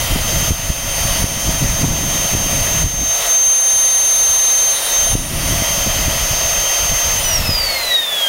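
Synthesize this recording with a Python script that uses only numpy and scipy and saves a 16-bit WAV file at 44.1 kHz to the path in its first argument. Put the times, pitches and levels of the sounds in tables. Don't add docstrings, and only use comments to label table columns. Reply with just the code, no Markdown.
import sys
import numpy as np
from scipy import signal
from scipy.fft import rfft, irfft
from scipy.io import wavfile
from scipy.ndimage import uniform_filter1d, minimum_filter1d, map_coordinates

SR = 44100
rng = np.random.default_rng(int(sys.argv[2]) if len(sys.argv) > 2 else 0)


def wav_record(signal):
    frames = np.transpose(np.atleast_2d(signal))
    bounded = np.clip(frames, -1, 1)
    quanta = np.round(bounded * 32767).astype(np.int16)
    wavfile.write(sys.argv[1], SR, quanta)


N = 365148
TIME = np.arange(N) / SR
FREQ = np.maximum(np.fft.rfftfreq(N, 1 / SR), 1)
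BLADES, SWITCH_OFF_S = 9, 7.143

# t/s, strength/dB, core passage half-time/s
VORTICES = [(0.158, -14, 0.00055), (0.505, -3, 0.00082), (.517, -5.5, 0.0013), (0.7, -3.5, 0.0017),
            (1.24, -4, 0.0011), (1.479, -8, 0.0019), (1.654, -16, 0.0016), (1.909, -7.5, 0.0015),
            (2.348, -5.5, 0.00059), (2.844, -6.5, 0.0065), (5.151, 0, 0.00078), (5.619, -11.5, 0.00081),
            (6.08, -6.5, 0.0013), (7.49, -7.5, 0.0011)]


def undb(db):
    return 10 ** (np.asarray(db) / 20)


def curves(table):
    times, *columns = np.transpose(table)
    return [np.interp(TIME, times, column) for column in columns]


def bump(centre_s, half_s):
    return np.exp(-((TIME - centre_s) / half_s) ** 2)


def swells_db(table):
    return sum(db * bump(s, half_s) for s, half_s, db in table)


def colour(points):
    hz, db = np.transpose(points)
    return undb(np.interp(np.log(FREQ), np.log(hz), db))


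def noise(gain):
    return irfft(rfft(rng.standard_normal(N)) * gain, N) * np.sqrt(SR / 2)


def walk(rate_hz):
    step = max(int(SR / rate_hz), 2)
    stairs = np.repeat(rng.standard_normal(N // step + 2), step)
    return 1.4 * uniform_filter1d(stairs, step)[:N]


def lowpass(x, hz):
    return signal.sosfiltfilt(signal.butter(1, hz, fs=SR, output="sos"), x)


def coasting():
    return np.clip((TIME - SWITCH_OFF_S) * 20, 0, 1)


def shaft_speed(release_s=.064, coast_s=2.04, exponent=1.62):
    # t/s, f/Hz
    powered = [(0, 348.3), (0.2, 350.2), (0.5, 351), (1, 351.3), (2.6, 351.2), (3, 351.5), (3.5, 350.9),
               (4.5, 350.7), (5.15, 350.5), (5.6, 351.1), (6.1, 351.5), (6.6, 351.3), (7.1, 350.8)]
    off_s = np.maximum(TIME - SWITCH_OFF_S, 0)
    braked_s = off_s - release_s * (1 - np.exp(-off_s / release_s))
    return curves(powered)[0] / (1 + braked_s / coast_s) ** exponent


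def shaft_angle(speed_hz, ripple_hz=100):
    ripple = .005 * np.sin(2 * np.pi * ripple_hz * TIME)
    return 2 * np.pi * np.cumsum(speed_hz) / SR + ripple * (1 - coasting())


def swept_db(hz):
    # f/Hz, half-width/Hz, level/dB
    features = [(1860, 260, 8.5), (3220, 55, 4), (3795, 90, 9.5), (4200, 310, -6.5), (5360, 170, -13.5),
                (5600, 70, 5), (6160, 70, -12), (7600, 410, -16), (9100, 610, 13.5)]
    grid = np.linspace(0, SR / 2, 2048)
    response_db = sum(db * np.exp(-((grid - f) / half_hz) ** 2) for f, half_hz, db in features)
    return coasting() * np.interp(hz, grid, response_db)


def rushing_air(intake, speed_hz, split_hz=2500, darken=0.18, flicker_db=0.93):
    # f/Hz, relative spectral level/dB
    rush_spectrum = [(100, -52), (370, -40), (520, -33.5), (850, -33.5), (1550, -37.5), (2300, -40),
                     (4200, -41), (7000, -38), (7600, -46), (10500, -42.5), (13500, -38), (15700, -41.5)]
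    # f/Hz, nominal width/Hz, relative spectral level/dB, change at the intake/dB
    modes = [(556, 43, -27, -4), (659.5, 63, -24.5, -6.5), (943, 30, -31.5, -8.5), (1253, 260, -35.5, -6),
             (1972, 262, -31.5, -2.5), (2660, 456, -32, -5.5), (3100, 430, -32, -3.5),
             (3756, 270, -36, 7.5), (4200, 380, -60, 24.5), (4860, 580, -33.5, -12), (5340, 210, -48, -7),
             (6510, 930, -37, 0.5), (9280, 1600, -43, 3.5)]
    rush = noise(colour(rush_spectrum))
    for hz, width_hz, db, intake_db in modes:
        band = noise(1 / (1 + ((FREQ - hz) / (0.78 * width_hz)) ** 2))
        rush += band * undb(db + intake_db * intake + flicker_db * walk(25))
    roar = lowpass(rush, split_hz)
    hiss = rush - roar
    return hiss + roar * (speed_hz.max() / speed_hz) ** darken


def shaft_buzz(angle, speed_hz, flutter_hz=70, drift_db=2.2, sweep_db=1.8, comb_orders=76):
    # order, relative level/dB, change when coasting/dB, flutter depth (0-1)
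    orders = [(9, -8, 4, .6), (12, -19, 3, .3), (13, -16, -5, .3), (16, -8.5, -16, .2), (17, -10, -6, .25),
              (20, -15, 4, .2), (26, -20, 3, .2), (29, -21, -4, .2), (30, -21, 2, .2), (34, -22, -4, .3),
              (36, -13.5, 3, .3), (38, -18, -5, .3), (42, -21, 3, .3), (45, -15, 4, .4), (54, -20, 3, .4)]
    clear, unpowered = np.zeros(N), coasting()
    for k, db, coasting_db, flutter in orders:
        in_phase = (1 + flutter * walk(flutter_hz)) * np.sin(k * angle)
        quadrature = flutter * walk(flutter_hz) * np.cos(k * angle)
        partial = (in_phase + quadrature) / np.sqrt(1 + 2 * flutter ** 2)
        standing_db = drift_db * walk(3.07) + sweep_db * unpowered * walk(12)
        level_db = db + 0.2 + coasting_db * unpowered + standing_db
        if k == BLADES:
            level_db += swept_db(k * speed_hz)
        clear += undb(level_db) * partial * (k * speed_hz < SR / 2)
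    phases = rng.uniform(0, 2 * np.pi, comb_orders)
    comb = sum(np.sin(k * angle + phase) * (k * speed_hz < SR / 2) for k, phase in enumerate(phases, 1))
    faint = comb * undb(-29 + 5 * unpowered)
    return np.sqrt(2) * (clear + faint) * speed_hz / speed_hz.max()


def draught(small_db, split_hz=110, strong_db=-19, sputter_db=4, gust_db=2, gust_ceiling=0.6):
    # t/s, level before the soft cap/dB
    flow = [(0, -22), (.5, -18), (.8, -21.5), (1.1, -19.5), (1.4, -21.5), (1.8, -17.5), (2.3, -22.5),
            (2.97, -20.5), (3.2, -39), (4.1, -38.5), (4.88, -41.5), (5.15, -17.5), (5.7, -24.5),
            (6.15, -19.5), (6.8, -28.5), (7.5, -19), (8.0, -45), (8.28, -55.5)]
    # t/s, half-length/s, change/dB
    wafts = [(.21, .03, -1), (.76, 0.029, -5), (1.052, 0.014, 7), (2.29, .02, -12), (3.473, 0.025, 9),
             (3.59, .06, -8), (3.758, 0.046, 5), (4.313, 0.027, 11), (6.735, .04, -17), (6.92, .02, 6),
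             (7.004, 0.02, -8)]
    # f/Hz, relative spectral level/dB
    eddy_spectrum = [(8, -10.5), (30, 2.5), (70, -2), (130, -4.5), (200, -10), (320, -17.5), (500, -33.5),
                     (1000, -31), (3000, -80)]
    rise_db = gust_db * sum(bump(s, half_s=0.026) for s, _, _ in VORTICES)
    flow_db = curves(flow)[0] + swells_db(wafts) + rise_db
    calm_db = 0.62 * np.minimum(flow_db - strong_db, 0)
    eddies = noise(colour(eddy_spectrum))
    large = lowpass(eddies, split_hz)
    small = (eddies - large) * undb(small_db + rise_db + calm_db + sputter_db * (walk(110) - 0.5))
    pressure = (large + small) * undb(2 * walk(35))
    pressure = pressure / np.std(pressure) * undb(flow_db)
    return gust_ceiling * np.tanh(pressure / gust_ceiling)


def buffets(length_s=0.006):
    pressure = np.zeros(N)
    for s, db, core_s in VORTICES:
        age_s = TIME - s - length_s / 2
        swing = 2 * age_s * core_s / (age_s ** 2 + core_s ** 2)
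        pressure += undb(db) * swing * np.exp(-(age_s / length_s) ** 2)
    return pressure


def overtone_db(speed_hz, harmonic):
    # t/s, second harmonic level/dB, third harmonic level/dB
    path_levels = [(0, -23.5, -31), (.4, -20.5, -31), (1.2, -22, -27.5), (1.9, -19.5, -32), (2.7, -19, -29),
                   (3.1, -13, -33.5), (3.4, -8.5, -26.5), (3.75, -10.5, -22), (4.65, -13, -29),
                   (4.95, -10, -19), (5.3, -25.5, -26), (5.75, -19.5, -31.5), (6.15, -23, -32.5),
                   (6.45, -18, -32.5), (7.1, -18, -35), (7.55, -17.5, -47), (7.85, -17.5, -34),
                   (8.28, -19.5, -50)]
    # t/s, blade-rate harmonic, half-length/s, change/dB
    nodes = [(0.126, 2, 0.074, -20), (2.94, 2, 0.045, -1), (3.234, 2, 0.06, -13), (4.838, 2, 0.087, -17),
             (5.325, 2, 0.065, -5), (2.73, 3, .03, -13), (3.393, 3, 0.036, -12), (4.984, 3, 0.066, -19)]
    nodes_db = sum(db * bump(s, half_s) for s, k, half_s, db in nodes if k == harmonic)
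    return curves(path_levels)[harmonic - 2] + nodes_db + swept_db(BLADES * harmonic * speed_hz)


def impeller_whistle(angle, speed_hz):
    # delay/s, gain
    reflections = [(.0088, 0.051), (0.011, 0.31)]
    tone = np.zeros(N)
    for harmonic, flutter_db in (2, 0.43), (3, 0.86):
        level_db = overtone_db(speed_hz, harmonic) + flutter_db * walk(45)
        tone += undb(level_db) * np.sin(harmonic * BLADES * angle)
    echoes = sum(gain * map_coordinates(tone, [(TIME - delay_s) * SR], order=3)
                 for delay_s, gain in reflections)
    return np.sqrt(2) * (tone + coasting() * echoes)


def scene():
    # t/s, exposure to the intake (0-1), change in small eddies/dB
    path = [(0, 0.2, 0), (1.2, 0.05, -2.5), (2, 0.3, 8.5), (2.8, 0.28, 5), (3.3, 0.73, 2), (4.3, 1, -19),
            (4.88, 1, -8), (5.3, .2, 8.5), (5.7, 0.05, 2), (6.3, 0, -4.5), (7.1, 0.1, -5), (8.28, 0.3, -26)]
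    # t/s, half-length/s, rise/dB
    rim_passes = [(3.25, 0.058, 2.5), (4.91, 0.075, 2.4)]
    intake, small_db = curves(path)
    speed_hz = shaft_speed()
    angle = shaft_angle(speed_hz)
    octaves_down = np.log2(speed_hz.max() / speed_hz)
    hiss_db = -26 - intake - 2.3 * octaves_down
    rush = undb(hiss_db + swells_db(rim_passes)) * rushing_air(intake, speed_hz)
    buzz = undb(hiss_db - 0.5 * intake) * shaft_buzz(angle, speed_hz)
    whistle = impeller_whistle(angle, speed_hz)
    mono = rush + buzz + whistle + draught(small_db) + buffets()
    return np.array([mono, mono])


def record(dry, ceiling_db=-11, sense_s=0.01, attack_s=.018, hold_s=0.12, recover_db_per_s=28,
           limit=0.57, top_hz=15700):
    window, hold = int(sense_s * SR), int(hold_s * SR)
    level_db = 10 * np.log10(np.abs(uniform_filter1d(dry[0] ** 2, window)) + 1e-12)
    needed_db = np.minimum(ceiling_db - level_db, 0)
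    held_db = minimum_filter1d(needed_db, hold, origin=(hold - 1) // 2, mode="nearest")
    climb_db = recover_db_per_s * TIME
    gain_db = np.minimum.accumulate(held_db - climb_db) + climb_db
    ducked = dry * undb(uniform_filter1d(gain_db, int(attack_s * SR)))
    peak_gain = limit / np.maximum(np.abs(ducked[0]), limit)
    limited = ducked * uniform_filter1d(minimum_filter1d(peak_gain, window), window)
    return signal.sosfilt(signal.ellip(10, .2, 80, top_hz, fs=SR, output="sos"), limited)


dry = scene()
out = record(dry)
wav_record(out)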